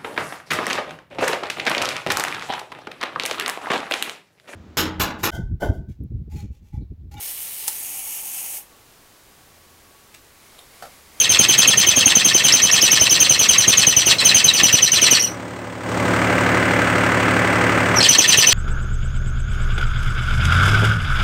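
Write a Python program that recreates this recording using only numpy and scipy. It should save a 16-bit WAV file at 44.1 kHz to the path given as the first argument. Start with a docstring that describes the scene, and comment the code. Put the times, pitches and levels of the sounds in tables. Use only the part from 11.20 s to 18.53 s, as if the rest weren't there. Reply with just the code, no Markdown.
"""A three-cylinder tractor diesel runs fast and drives a sprayer pump, heard from close by in a yard.
A dry spot in the pump drive rubs once a turn, ten times a second: a falling chirp, a lower squeak, a rasp, often a dull knock.
The rubbing stops for a while; the recorder's gain control then lets the engine swell until the chirps return."""
import sys
import numpy as np
from scipy import signal
from scipy.fft import rfft, irfft, next_fast_len
from scipy.io import wavfile
from scipy.ndimage import uniform_filter1d, minimum_filter1d

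SR = 44100
rng = np.random.default_rng(int(sys.argv[2]) if len(sys.argv) > 2 else 0)


def to_wav(s):
    """Save 16-bit WAV."""
    ch = np.atleast_2d(s).T  # columns
    pcm = np.round(np.clip(ch, -1, 1) * 32767)  # PCM
    wavfile.write(sys.argv[1], SR, pcm.astype(np.int16))


N = 323253

# partials of the stick-slip: (multiple of the chirp pitch, dB, delay s, phase wobble rad); the slip doubles its period unsteadily
PARTIALS = [(1 / 2, -7.5, 0.0035, 0.8), (1, 0, 0.001, 0.3), (3 / 2, -14, 0.005, 0.6), (2, -18.3, 0.001, 1), (5 / 2, -23.5, 0.0027, 1.6)]   # fixed
# long irregular squeaks as the rubbing lets go or catches again: (s, length s, start Hz, end Hz, dB, rasp dB)
SQUEAKS = [(2.984, 0.025, 4230, 3940, 3, -0.5), (3.994, 0.023, 5930, 5530, 5, -30), (4.03, 0.031, 6174, 5720, -4, -36), (6.755, 0.049, 6020, 5450, -15, -39), (6.804, 0.0173, 4210, 4380, -10.5, -18), (6.826, 0.0258, 5410, 4280, -5, -3), (6.854, 0.0152, 3090, 3200, 5, -10.5)]
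# resonances that the rasp excites: (Hz, width Hz, dB, age at the top s, spread s)
RASP = [(1206, 300, -12, 0.07, 0.0081), (1830.6, 140, 0, 0.0676, 0.00895), (2130, 330, -5, 0.072, 0.018), (2630, 240, -1.5, 0.069, 0.014), (2596, 520, -2.5, 0.024, 0.011), (3250, 430, -3.5, .056, 0.017), (3940, 250, -6.5, 0.0557, 0.0159), (4373, 460, -5.5, 0.055, 0.01615), (5190, 390, -8.5, 0.049, 0.018), (6200, 710, -7.5, 0.021, 0.016), (7840, 1500, -7.5, 0.055, .013), (12200, 1600, -23, 0.058, 0.009)]
# hiss of the rubbing: (Hz, dB per Hz)
HISS = [(600, -9.5), (1200, -1.5), (1500, 3.5), (2800, -2), (6000, -7.5), (9200, -15), (10100, -47), (14000, -25), (16000, -32)]
# the hardest knocks of the drive: (s, peak dB, pitch Hz)
KNOCKS = [(0.574, -15.5, 186), (0.774, -11.5, 290), (0.866, -11, 270), (0.967, -9, 205), (1.151, -14, 371),
          (2.108, -12, 143), (2.477, -11.5, 127), (2.674, -12.5, 162), (2.768, -11.5, 110), (2.869, -11.5, 350),
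          (3.433, -14, 127), (3.539, -8, 151), (3.924, -11, 255), (6.987, -9, 296)]
# engine: (s, firings per s)
SPEED = [(0, 36.6), (5.9, 36.63), (6.6, 36.3), (7.33, 36.5)]   # fixed
# exhaust note: (multiple of the firing rate, dB rms)
EXHAUST = [(1, -55), (2, -37), (3, -26.5), (4, -39), (5, -29.5), (7, -28.5), (8, -38), (9, -42)]   # fixed
# gear and accessory whines at mean speed: (Hz, dB rms)
WHINES = [(495.3, -32.5), (576.0, -33), (818.3, -36.5), (990.5, -37), (1357, -45), (1540, -39), (1577, -33),
          (1841, -56), (2013, -33)]
# combustion clatter: (Hz, dB per Hz)
CLATTER = [(300, -1), (550, -4.5), (850, -4), (1100, -0.5), (1350, 2), (2050, -1.5), (2800, -9), (3800, -19.5), (6000, -23), (8600, -22), (10800, -51.5), (12300, -48), (12700, -36), (16000, -38)]
# rumble of block and frame: (Hz, dB per Hz)
RUMBLE = [(25, -28), (50, -25), (75, -11.5), (120, 0.5), (220, 0), (310, 4.5), (430, -1.5), (600, 2), (1000, -18), (2500, -39.5)]
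STRONG_FIRING_S = 5.507   # fixed
CUTOFF_HZ = 15720   # fixed
T = np.arange(N) / SR
TURNS_PER_S = 10.487   # fixed
# spells in which the dry spot rubs on every turn: (first rub s, until s, chirp dB, rasp dB)
SPELLS = [(-0.002, 2.9, 9.8, 4), (3.05, 3.9673, 9, 3.5), (4.02, 4.07, 1.5, -27), (6.888, 7.32, 8.2, 3.6)]
# how the dry spot grips as time goes by: (s, settled chirp pitch Hz, fall of the chirp Hz, lead-in squeak dB, low squeak Hz, low squeak dB)
GRIP = [(0, 6096, 336.3, -22, 3510, -4.5), (0.9, 6103, 362, -14, 3500, -5), (1.45, 5950, 525, -0.5, 3904, -9), (1.8, 5970, 435, -4, 4164, -7.5),
        (2.05, 5930, 481.3, -14, 4180, -2.5), (2.8, 5866, 540, -17, 4011, -3), (3.15, 5976, 401, -19.5, 4110, 1.5), (3.9, 5764, 501, -16, 4193, 1),
        (6.9, 5817, 397, -16, 4470, -12), (7.3, 5900, 370.6, -15, 4500, -3.5)]
# every chirp swells, holds with a slight sag, drops as the grip breaks and then fades
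ATTACK_S, ATTACK_DB_PER_S = 0.0021, 3300
HOLD_S, SAG_DB_PER_S = 0.027, 138
BREAK_S, BREAK_DB, FADE_DB_PER_S = 0.0092, 3, 299.5
GLIDE_S = 0.01474   # time in which the pitch settles
# shudder of the frame under the rubbing: (Hz, dB per Hz)
SHUDDER = [(30, -26), (55, -10), (80, 2.5), (130, 5), (250, 1), (600, 1), (900, -5.5), (1500, -1), (2500, -21.5)]


def from_db(db):
    """Decibels to gain."""
    return 10 ** (np.asarray(db) / 20)


def rms_one(x):
    """Scale to unit rms."""
    return x / np.sqrt(np.mean(x ** 2) + 1e-20)


def drift(rate, size=N):
    """Smooth chance of spread 1 that changes about rate times a second."""
    steps = np.arange(size) / SR * rate
    return 1.473 * np.interp(steps, np.arange(size // 8 + 2), rng.standard_normal(size // 8 + 2))


def colour(x, spectrum):
    """Give x a spectrum; rms 1."""
    hz, db = np.transpose(spectrum)
    size = next_fast_len(N)
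    bins = np.maximum(np.arange(size // 2 + 1) * SR / size, 1)
    return rms_one(irfft(rfft(x, size) * from_db(np.interp(np.log(bins), np.log(hz), db, left=-60)), size)[:N])


def band(x, hz, width_hz):
    """A steep resonance."""
    edges = np.clip([hz - width_hz / 2, hz + width_hz / 2], 20, .45 * SR)  # fixed
    return signal.sosfilt(signal.butter(2, edges, "band", fs=SR, output="sos"), x)


def add(out, start_s, sound):
    """Mix a sound in at a time."""
    at = int(round(start_s * SR))
    sound = sound[max(-at, 0):N - at]
    out[max(at, 0):max(at, 0) + len(sound)] += sound


def swell(s, spread):
    """A bell-shaped rise and fall around a moment."""
    return np.exp(-.5 * (s / spread) ** 2)


def slip_phase(hz, jitter):
    """Phase of a stick-slip vibration whose pitch trembles with the grip."""
    tremble = .5 * drift(260, size=len(hz)) + drift(2200, size=len(hz))  # fixed
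    return 2 * np.pi * (np.cumsum(hz * (1 + jitter * tremble)) / SR + rng.random())


def squeak(length, start_hz, end_hz, jitter, octave_db=-19, stutter_db=2.5):
    """A short rough glide with a weak octave; the grip stutters."""
    size = int(length * SR)
    phase = slip_phase(np.linspace(start_hz, end_hz, size), jitter)
    grip = signal.windows.tukey(size, .4) * rms_one(from_db(stutter_db * (drift(185.2, size=size) + .5 * drift(910, size=size))))
    return np.sqrt(2) * grip * (np.sin(phase) + from_db(octave_db) * np.sin(2 * phase))


def chirps(rubs, chirp_db=0.52, jitter=0.01, flutter_db=2.5, lead_db=-2, low_db=-1, low_fall=0.0602, groan_db=-0.8):
    """Each rub: a lead-in, a loud falling chirp, then drops to lower, rougher modes as the grip fades."""
    out, age = np.zeros(N), np.arange(-SR // 160, SR // 12) / SR
    for s, db, settled_hz, fall_hz, lead, low_hz, low, rasp_db in rubs:
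        phase = slip_phase(settled_hz + fall_hz * np.exp(-np.maximum(age - ATTACK_S, 0) / GLIDE_S), jitter)
        for multiple, partial_db, delay, wobble in PARTIALS:
            level = db + chirp_db + partial_db + chirp_course(age - delay) + flutter_db * drift(242, size=len(age))
            add(out, s + age[0], np.sqrt(2) * from_db(level) * np.sin(multiple * phase + wobble * drift(401.0, size=len(age))))
        add(out, s - .012, from_db(db + lead + lead_db) * squeak(0.015, 5550, 5687, jitter=0.035))
        low_mode, groan_mode = 1 + 0.0405 * rng.standard_normal(2)
        add(out, s + .038, from_db(rasp_db + low + low_db) * squeak(0.0274, low_hz * low_mode * (1 + low_fall), low_hz * low_mode * (1 - low_fall), jitter=0.021))
        add(out, s + rng.uniform(.05, .062), from_db(rasp_db + groan_db) * squeak(0.0215, 3500 * groan_mode, 2400 * groan_mode, jitter=0.024))
    for s, length, start_hz, end_hz, db, _ in SQUEAKS:
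        add(out, s, from_db(db) * squeak(length, start_hz, end_hz, jitter=.021))  # fixed
    return out


def rubbing(rubs, top_s, spread_s):
    """Strength of the dry sliding that follows every squeal, with its top at a given age."""
    out, age = np.zeros(N), np.arange(SR // 8) / SR
    for s, *_, db in rubs:
        add(out, s, from_db(db) * swell(age - top_s, spread_s))
    for s, length, *_, db in SQUEAKS:
        add(out, s, from_db(db) * swell(age - length + 0.057 - top_s, spread_s))
    return out


def rasp(rubs, grain_db=2.5, hiss_db=-8):
    """Uneven micro-slips shake the resonances of the drive and hiss."""
    grain = rms_one(from_db(grain_db * drift(420)))
    out = from_db(hiss_db) * rubbing(rubs, 0.044, 0.0326) * colour(grain * rng.standard_normal(N), HISS)
    for hz, width_hz, db, top_s, spread_s in RASP:
        out += from_db(db) * rubbing(rubs, top_s, spread_s) * rms_one(band(grain * rng.standard_normal(N), hz, width_hz))
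    return out


def knocks(rubs, knock_db=17.7, light_hz=170, decay_s=0.0058, light_db=-11, clack_db=-3, clack_hz=450, clack_s=0.0046):
    """Heavily damped thuds with a short clack; every rub also jolts the frame lightly, twice."""
    out, age = np.zeros(N), np.arange(SR // 25) / SR
    jolts = [(s + lag_s + rng.normal(0, 0.002), db + light_db + rng.normal(0, 3.06), light_hz * np.exp(0.38 * rng.standard_normal()))
             for s, db, *_ in rubs for lag_s in (0.009, 0.021)]
    for s, db, hz in [(s, db + knock_db, hz) for s, db, hz in KNOCKS] + jolts:
        thud = np.sin(2 * np.pi * hz * age) * np.exp(-age / decay_s)
        clack = rms_one(band(rng.standard_normal(len(age)), clack_hz, clack_hz * 1.35)) * np.exp(-age / clack_s)
        add(out, s, from_db(db) * (thud + from_db(clack_db) * clack))
    return signal.sosfilt(signal.butter(2, 65, "high", fs=SR, output="sos"), out)


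def engine(clatter_db=-18.5, rumble_db=-24, whine_db=-.5, between=0.4, ring_s=0.0051, rise_s=0.0037, throb=0.22, waver_db=0.3):
    """Three cylinders fire in turn, each with its own knock, over the exhaust note and gear whine."""
    rate = np.interp(T, *np.transpose(SPEED))
    firings = np.cumsum(rate) / SR
    firings = firings - np.interp(STRONG_FIRING_S, T, firings)
    age = firings % 1 / rate
    cylinder = from_db([5.5, 4.5, 0.5])[np.floor(firings).astype(int) % 3]  # fixed
    blows = between + cylinder * (1 - np.exp(-age / rise_s)) * np.exp(-age / ring_s)
    # much of the rattle comes back alike in every engine cycle, the rumble more than the clatter
    size = SR // 12
    place = (firings / 3 % 1 * size).astype(int) % size  # fixed
    alike = np.array([[.5], [.65]])  # fixed
    rattle = np.sqrt(alike) * rng.standard_normal((2, size))[:, place] + np.sqrt(1 - alike) * rng.standard_normal((2, N))
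    out = from_db(clatter_db) * colour(blows * rattle[0], CLATTER) + from_db(rumble_db) * colour(blows ** throb * rattle[1], RUMBLE)
    tones = [(round(k), db) for k, db in EXHAUST] + [(hz / rate.mean(), db + whine_db) for hz, db in WHINES]
    for multiple, db in tones:
        out += np.sqrt(2) * from_db(db + waver_db * drift(14)) * np.sin(2 * np.pi * (multiple * firings + rng.random()))
    return out


def yard(x, echo_db=-22, fade_s=0.04):
    """Short echoes from tyre, tank, ground and walls."""
    out = x.copy()
    for lag in rng.uniform(.003, .11, size=60):
        add(out, lag, x * (from_db(echo_db) * np.exp(-lag / fade_s) * rng.choice([-1, 1])))
    return out


def turns(timing_s=0.001, level_db=0.7723, pitch_share=0.00597, fall_share=0.151, squeak_db=3.0):
    """One rub per turn, each a little different: (s, chirp dB, settled Hz, fall Hz, lead-in dB, low squeak Hz, low squeak dB, rasp dB)."""
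    rubs, (times, *grip) = [], np.transpose(GRIP)
    for first_s, until_s, chirp_db, rasp_db in SPELLS:
        for s in np.arange(first_s, until_s, 1 / TURNS_PER_S):
            hz, fall_hz, lead_db, low_hz, low_db = (np.interp(s, times, column) for column in grip)
            usual = np.array([s, chirp_db, hz, fall_hz, lead_db, low_hz, low_db, rasp_db])
            scatter = np.array([timing_s, level_db, pitch_share * hz, fall_share * fall_hz, squeak_db, 0, squeak_db, level_db])
            rubs.append(usual + scatter * rng.standard_normal(len(usual)))
    return rubs


def chirp_course(age):
    """Level of a chirp in dB: attack, sagging hold, break, fade."""
    held, released = np.maximum(age - ATTACK_S, 0), np.maximum(age - HOLD_S, 0)
    return (-ATTACK_DB_PER_S * np.maximum(ATTACK_S - age, 0) - SAG_DB_PER_S * held
            - BREAK_DB * np.minimum(released / BREAK_S, 1) - FADE_DB_PER_S * released)


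def shudder(rubs, shudder_db=-15):
    """The dragging shaft keeps the frame rumbling for as long as it rubs."""
    return from_db(shudder_db) * rubbing(rubs, 0.074, 0.0411) * colour(rng.standard_normal(N), SHUDDER)


def limiter(x, ceiling_db=-10.5, hold_s=0.072, smooth_s=0.0097):
    """A quick second stage takes off what is still too loud, and pushes the engine under the chirps."""
    level = 10 * np.log10(np.abs(uniform_filter1d(x ** 2, SR // 25)) + 1e-9)
    size = int(hold_s * SR) // 2 * 2 + 1
    cut = -minimum_filter1d(-np.maximum(level - ceiling_db, 0), size, origin=size // 2, mode="nearest")
    r = np.exp(-1 / (smooth_s * SR))
    return x * from_db(-signal.lfilter([1 - r], [1, -r], cut, zi=[r * cut[0]])[0])


def scene():
    """The rubbing drive in front of the engine."""
    rubs = turns()
    return (yard(chirps(rubs) + rasp(rubs)) + knocks(rubs) + shudder(rubs) + engine())[None]


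def gain_control(x, ceiling_db=-10.0, hold_s=0.59, attack_s=0.0013, release_s=0.098, presence_share=1.44, presence_release_s=0.193):
    """Loud sound pulls the gain down; it is held, then comes back. The presence band is cut deeper and longer."""
    level = 10 * np.log10(np.abs(uniform_filter1d(x ** 2, SR // 25)) + 1e-9)
    size = int(hold_s * SR) // 2 * 2 + 1
    wanted = np.clip(level - ceiling_db, 1e-3, 13)  # fixed
    held = -minimum_filter1d(-wanted, size, origin=size // 2, mode="nearest")
    presence = signal.sosfiltfilt(signal.butter(2, [1150, 3100], "band", fs=SR, output="sos"), x)
    r, out = np.exp(-1 / (attack_s * SR)), 0
    for part, share, release in [(x - presence, 1, release_s), (presence, presence_share, presence_release_s)]:
        cut = share * np.exp(np.maximum.accumulate(np.log(held) + T / release) - T / release)
        out = out + part * from_db(-signal.lfilter([1 - r], [1, -r], cut, zi=[r * cut[0]])[0])
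    return out


def record(dry):
    """Gain control, limiter, rounded peaks, and the top cut off."""
    x = limiter(gain_control(dry[0]))
    x = x / (1 + x ** 8) ** (1 / 8)  # fixed
    return signal.sosfilt(signal.ellip(10, .1, 80, CUTOFF_HZ, fs=SR, output="sos"), x)[None]


dry = scene()
out = record(dry)
to_wav(out)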